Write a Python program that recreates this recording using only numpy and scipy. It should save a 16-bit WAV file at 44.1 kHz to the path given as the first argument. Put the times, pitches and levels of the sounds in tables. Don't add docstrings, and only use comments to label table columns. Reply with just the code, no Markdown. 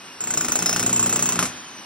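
import sys
import numpy as np
from scipy import signal
from scipy.fft import rfft, irfft
from scipy.io import wavfile
from scipy.ndimage import uniform_filter1d

SR = 44100
rng = np.random.default_rng(int(sys.argv[2]) if len(sys.argv) > 2 else 0)


def waveform_to_disk(signal):
    frames = np.transpose(np.atleast_2d(signal))
    scaled = np.clip(frames, -1, 1) * 32767
    samples = np.round(scaled).astype(np.int16)
    wavfile.write(sys.argv[1], SR, samples)


def voltage_ratio(level):
    return 10 ** (np.asarray(level, float) / 20)


N = 81585


def evened(x):
    return x / np.sqrt(np.mean(x ** 2) + 1e-20)


def read(points, hz):
    f, value = np.transpose(points)
    return np.interp(np.log(hz + 1), np.log(f + 1), value)


def colour(x, gain):
    return irfft(rfft(x) * gain(np.fft.rfftfreq(x.shape[-1], 1 / SR)), x.shape[-1])


def resonate(x, hz, width):
    turn = np.exp(2j * np.pi * np.cumsum(hz) / SR)
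    r = np.exp(-np.pi * width / SR)
    return 2 * (turn * signal.lfilter([1 - r], [1, -r], x / turn)).real


def wander(size):
    once = uniform_filter1d(rng.standard_normal(N), size=size)
    return evened(uniform_filter1d(once, size=size))


def add(mix, s, sound):
    part = mix[int(round(s * SR)):][:len(sound)]
    part += sound[:len(part)]


def diffuse(pair):
    # (frequency [Hz], likeness [0 to 1])
    likeness = [(100, 1), (300, 0.99), (640, 0.69), (1400, 0.7), (3400, 0.56), (5500, 0.57), (7000, 0.86),
                (14000, 0.83)]

    def same(hz):
        return np.clip(read(likeness, hz), 0, 1)

    shared = colour(pair[0], same)
    own = colour(pair[1], lambda hz: np.sqrt(1 - same(hz) ** 2))
    return np.array([pair[0], shared + own])


def room(x):
    # (frequency [Hz], time to fall 60 dB [s])
    decay = [(100, 0.49), (500, 0.23), (2000, 0.092), (7000, 0.148), (15000, 0.192)]
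    out, size = np.zeros((2, N)), SR // 2
    for k in range(3):
        taps = np.zeros((2, size))
        at = np.arange(200, size - 20, 20) + rng.integers(0, 20, (2, (size - 201) // 20))
        np.put_along_axis(taps, at, rng.choice([-1., 1.], at.shape), 1)
        hz, t, z = signal.stft(taps, SR, nperseg=256)
        fade = voltage_ratio(-60 * t / read(decay, hz)[:, None])
        tail = signal.istft(z * fade, SR, nperseg=256)[1]
        turn = np.sqrt(2 / 3) * np.cos(2 * np.pi * (1.3 * np.arange(N) / SR + k / 3))
        out += signal.fftconvolve((x * turn)[None], tail / np.linalg.norm(tail[0]), axes=1)[:, :N]
    return diffuse(out)


def motor():
    # (time [s], commutator frequency [Hz], whine level [dB], fan and gear hiss level [dB])
    speed = [
        (0, 2875, -59, -42),
        (.2, 2802, -61, -42.5),
        (.3, 2634, -55, -39),
        (1.0, 2630, -43.5, -36),
        (1.36, 2628, -52, -34.5),
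        (1.47, 3053, -59, -37),
        (1.53, 3134, -58, -37),
        (1.65, 3106, -59.5, -40),
        (1.85, 2870, -58.5, -41.5),
    ]
    # (multiple of the commutator frequency, level [dB], width [Hz])
    overtones = [(1, 0, 30), (2, 4, 12), (3, -7, 10), (4, -16, 20)]
    # (frequency [Hz], level [dB per Hz])
    hiss_colour = [(60, -9), (120, -3), (250, 6), (480, -2), (1100, 3), (3000, -2.5), (6500, -5.5),
                   (12500, -22.5)]
    # (frequency [Hz], width [Hz], level [dB])
    housing = [(324, 6.1, -19.5), (1003, 8.3, -19.5), (1129, 6.7, -22), (1315, 12, -31), (1644, 8.3, -26),
               (1748, 33, -19), (2533, 38, -15.5)]
    s, *cols = np.transpose(speed)
    hz, whine_db, hiss_db = (np.interp(np.arange(N) / SR, s, c) for c in cols)
    turns = 2 * np.pi * np.cumsum(hz) / SR
    load = np.clip((2800 - hz) / 150, 0, 1)
    breakup_db = 4 * np.clip(wander(900) - .5, -3, .5)
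    whine = np.zeros(N)
    for k, db, width in overtones:
        if k > 1:
            change_db = -18 * load
        else:
            change_db = breakup_db * (1 + load) / 2 - 3 * load
        pure = 1.8 * (1 - load) * np.sin(k * turns)
        fuzzy = 2.5 * evened(resonate(rng.standard_normal(N), k * hz, width))
        whine += voltage_ratio(db + change_db) * (pure + fuzzy)
    flutter = voltage_ratio(0.48 * evened(uniform_filter1d(rng.standard_normal(N), 600)))
    air = diffuse(rng.standard_normal((2, N)))
    hiss = evened(colour(air, lambda f: voltage_ratio(read(hiss_colour, f))))
    for f, width, db in housing:
        hiss = hiss + voltage_ratio(db) * evened(resonate(rng.standard_normal(N), np.full(N, f), width))
    return voltage_ratio(whine_db) * whine, voltage_ratio(hiss_db) * flutter * hiss


def ring(modes, spread_db, detune, phase, rise_s):
    t = np.arange(9000) / SR
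    hz, db, t60 = np.transpose(modes)[..., None]
    a, b, c = rng.standard_normal((3, len(modes), 1))
    level = voltage_ratio(db + spread_db * a - 60 * t / t60)
    waves = level * np.sin(2 * np.pi * hz * (1 + detune * b) * t + phase * c)
    return waves.sum(0) * (1 - np.exp(-t / rise_s))


def blows():
    # (time [s], blow level [dB], shank ring level [dB], tip ring level [dB], loose ring level [dB])
    hits = [(0.206, -35.0, -26.0, -39.0, -59.0), (0.239, -35.0, -26.0, -34.0, -68.0),
            (0.272, -30.0, -23.0, -35.0, -68.0), (0.305, -28.0, -24.0, -30.0, -65.0),
            (0.338, -27.0, -21.0, -29.0, -50.0), (0.373, -25.0, -19.0, -29.0, -30.0),
            (0.409, -26.0, -20.0, -28.0, -35.0), (0.446, -25.0, -26.0, -30.0, -38.0),
            (0.483, -24.0, -24.0, -24.0, -36.0), (0.519, -24.0, -25.0, -21.0, -38.0),
            (0.555, -23.0, -23.0, -25.0, -44.0), (0.589, -25.0, -25.0, -27.0, -35.0),
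            (0.623, -25.0, -25.0, -26.0, -41.0), (0.659, -22.0, -24.0, -24.0, -23.0),
            (0.693, -23.0, -30.0, -23.0, -31.0), (0.727, -22.0, -30.0, -24.0, -34.0),
            (0.761, -21.0, -29.0, -24.0, -37.0), (0.795, -22.0, -26.0, -25.0, -34.0),
            (0.827, -24.0, -21.0, -31.0, -53.0), (0.862, -24.0, -17.0, -27.0, -59.0),
            (0.894, -25.0, -20.0, -30.0, -53.0), (0.928, -26.0, -19.0, -30.0, -56.0),
               (0.961, -25.0, -18.0, -27.0, -62.0), (0.994, -24.0, -18.0, -25.0, -44.0),
               (1.027, -26.0, -18.0, -26.0, -53.0), (1.06, -24.0, -19.0, -24.0, -53.0),
               (1.094, -26.0, -18.0, -25.0, -53.0), (1.126, -24.0, -19.0, -25.0, -56.0),
               (1.159, -23.0, -20.0, -23.0, -47.0), (1.192, -24.0, -23.0, -25.0, -56.0),
               (1.224, -25.0, -21.0, -22.0, -53.0), (1.257, -25.0, -23.0, -25.0, -53.0),
               (1.289, -24.0, -22.0, -25.0, -59.0), (1.322, -25.0, -20.0, -28.0, -56.0),
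               (1.356, -27.0, -29.0, -35.0, -56.0), (1.39, -11.0, -30.0, -26.0, -41.0),
               (1.426, -17.0, -31.0, -33.0, -59.0), (1.454, -26.0, -33.0, -36.0, -68.0)]
    # (frequency [Hz], level [dB], time to fall 60 dB [s])
    shank = [(7170, 1, .08), (7200, 7, .014), (6930, -6, .03), (7700, -11, .06), (13520, -10, .07),
             (13840, -10, .07), (8950, -18, .04)]
    # (frequency [Hz], level [dB], time to fall 60 dB [s])
    tip = [(6110, -4, 0.06), (6190, 1, 0.025), (6520, -5, 0.015), (9000, -14, 0.03), (12100, -16, 0.048),
           (15650, -18, 0.06)]
    # (frequency [Hz], level [dB], time to fall 60 dB [s])
    loose = [(5305, 1, .13), (5350, -1, .07), (10520, -12, .08), (3830, -10, .05)]
    # (frequency [Hz], level [dB], time to fall 60 dB [s])
    knock = [(1420, 10.5, .011), (1200, 3, .010), (2980, -6, .015), (750, -11, .015), (2300, -7, .010)]
    # (frequency [Hz], level [dB], time to fall 60 dB [s])
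    thump = [(246, -5, .13), (332, -6, .12), (400, -7, .1), (520, -10, .06), (700, -9, .05)]
    # (frequency [Hz], level [dB], time to fall 60 dB [s])
    boom = [(121, -8, .2), (182, -2, .2)]
    # (time [s], thump level [dB], deep boom level [dB])
    lean = [
        (.2, -37, -42.5),
        (.35, -25, -30),
        (.55, -25, -31.5),
        (.7, -23, -30),
        (.85, -19.5, -23.5),
        (1.1, -22, -25.5),
        (1.3, -23.5, -30.5),
        (1.42, -16.5, -25.5),
        (1.46, -88, -55),
    ]
    # (frequency [Hz], level [dB])
    crack = [(200, -3.5), (500, -1.5), (2500, -6.5), (4500, -11.5), (7000, -1.5), (9000, -11.5),
             (13000, -15), (16000, -46)]
    steel, chips, slab, skitter = np.zeros((4, N))
    t = np.arange(4096) / SR
    lag_s, rebound_s = 0.006006, .0165
    lean_s, *lean_levels = np.transpose(lean)
    for s, db, shank_db, tip_db, loose_db in hits:
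        capped_db = min(db, -17)
        burst = voltage_ratio(-60 * t / .016) + voltage_ratio(-10 - 60 * t / .12)
        burst = burst * np.minimum(t / 0.001, 1)
        noise = evened(colour(rng.standard_normal(4096), lambda hz: voltage_ratio(read(crack, hz))))
        crack_db = min(capped_db, (shank_db + tip_db) / 2 + 12.5) + 5.0
        add(chips, s, voltage_ratio(crack_db) * noise * burst)
        sag = .07 * (s > 1)
        add(chips, s, voltage_ratio(db) * ring(knock * np.array([1 - sag, 1, 1]), 1.5, .02, .5, .0007))
        add(steel, s, voltage_ratio(shank_db) * ring(shank, 1.5, .003, .6, .0012))
        add(steel, s, voltage_ratio(tip_db + 2.0) * ring(tip, 2.0, .005, 3.0, 0.00034))
        add(steel, s, voltage_ratio(loose_db) * ring(loose, 1.5, 0.002, 2.85, 0.00083))
        add(skitter, s, voltage_ratio(capped_db - 5.5 - 60 * t / 0.17) * np.minimum(t / 0.0019, 1))
        thump_db, boom_db = (np.interp(s, lean_s, c) for c in lean_levels)
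        add(slab, s + lag_s, voltage_ratio(boom_db) * ring(boom, 1., .003, .15, .006))
        add(slab, s + lag_s, voltage_ratio(thump_db) * ring(thump, 1., 0.004, 0.2, 0.004))
        add(slab, s + lag_s + rebound_s, voltage_ratio(thump_db - 12.5) * ring(thump, 1.5, 0.006, 0.3, 0.004))

    def grit_colour(hz):
        return voltage_ratio(read(crack, hz)) * hz / (hz + 3000) / (1 + (hz / 12000) ** 8)

    grit = evened(colour(diffuse(rng.standard_normal((2, N))), grit_colour))
    rattle_db = 2.2 * np.clip(wander(60), -3, 1.5)
    return chips + steel * voltage_ratio(rattle_db + 5.0), slab, skitter * grit


def thin_treble(pair):
    both = np.array([pair[0] + pair[1], pair[0] - pair[1]]) / 2
    hz, _, z = signal.stft(both, SR, "cosine", nperseg=2048)
    power = (abs(z[:, :1024]) ** 2).reshape(2, 32, 32, -1).mean(2)
    band = 10 * np.log10(power + 1e-14)
    middle = hz[16::32][:32, None]
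    treble = band[:, 8:].max((0, 1))
    spared_db = 5 * np.where(treble > -58, rng.exponential(1, len(treble)), -.6)
    floor = band.max((0, 1)) + np.where(middle > 12500, 13, 0) - 36 - spared_db / 2
    strong = (band > band[::-1] - 9 - spared_db) & (band > floor)
    z[:, :1024] *= np.repeat((middle < 4500) | strong, 32, axis=1)
    mid, side = signal.istft(z, SR, "cosine", nperseg=2048)[1][:, :N]
    high = colour(pair[0], lambda f: f > 9000)
    power = abs(uniform_filter1d(high ** 2, size=128)) + 1e-12
    jump = 10 * np.log10(power / np.roll(power, 200)) > 13.5
    sharp = np.clip(2 * uniform_filter1d(1. * jump, size=128), 0, 1)
    return sharp * pair + (1 - sharp) * np.array([mid + side, mid - side])


def scene():
    whine, hiss = motor()
    steel, slab, debris = blows()
    near = steel + whine
    return near + slab + voltage_ratio(-6) * room(near + 0.37 * slab) + hiss + debris


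def band_limit(x):
    return signal.sosfilt(signal.butter(12, 16660, fs=SR, output="sos"), x)


def record(dry):
    # (frequency [Hz], phase [radians])
    lead_points = [(1400, 0), (2800, .9), (5300, 1.1), (7300, 3.14), (10700, 6.28), (12600, 8.9),
                   (14700, 9.9), (15700, 12.5)]
    # (frequency [Hz], left minus right [dB])
    balance = [(300, -1.1), (600, 3), (1300, 1), (2500, 0), (4000, 0.5), (6000, 0.5)]

    def lag(hz):
        lead = read(lead_points, hz)
        for _ in range(2):
            lead = lead - .3 * np.sin(2 * lead) / 2 * (hz > 5000)
        return np.exp(-1j * lead)

    left = colour(dry[0], lambda hz: voltage_ratio(read(balance, hz) / 2))
    right = colour(dry[1], lambda hz: voltage_ratio(-read(balance, hz) / 2) * lag(hz))
    cut = colour(np.array([left, right]), lambda hz: hz ** 2 / (hz ** 2 + 40 ** 2))
    knee = 0.61
    mix = thin_treble(knee * np.tanh(cut / knee))
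    return band_limit(mix)


dry = scene()
out = record(dry)
waveform_to_disk(out)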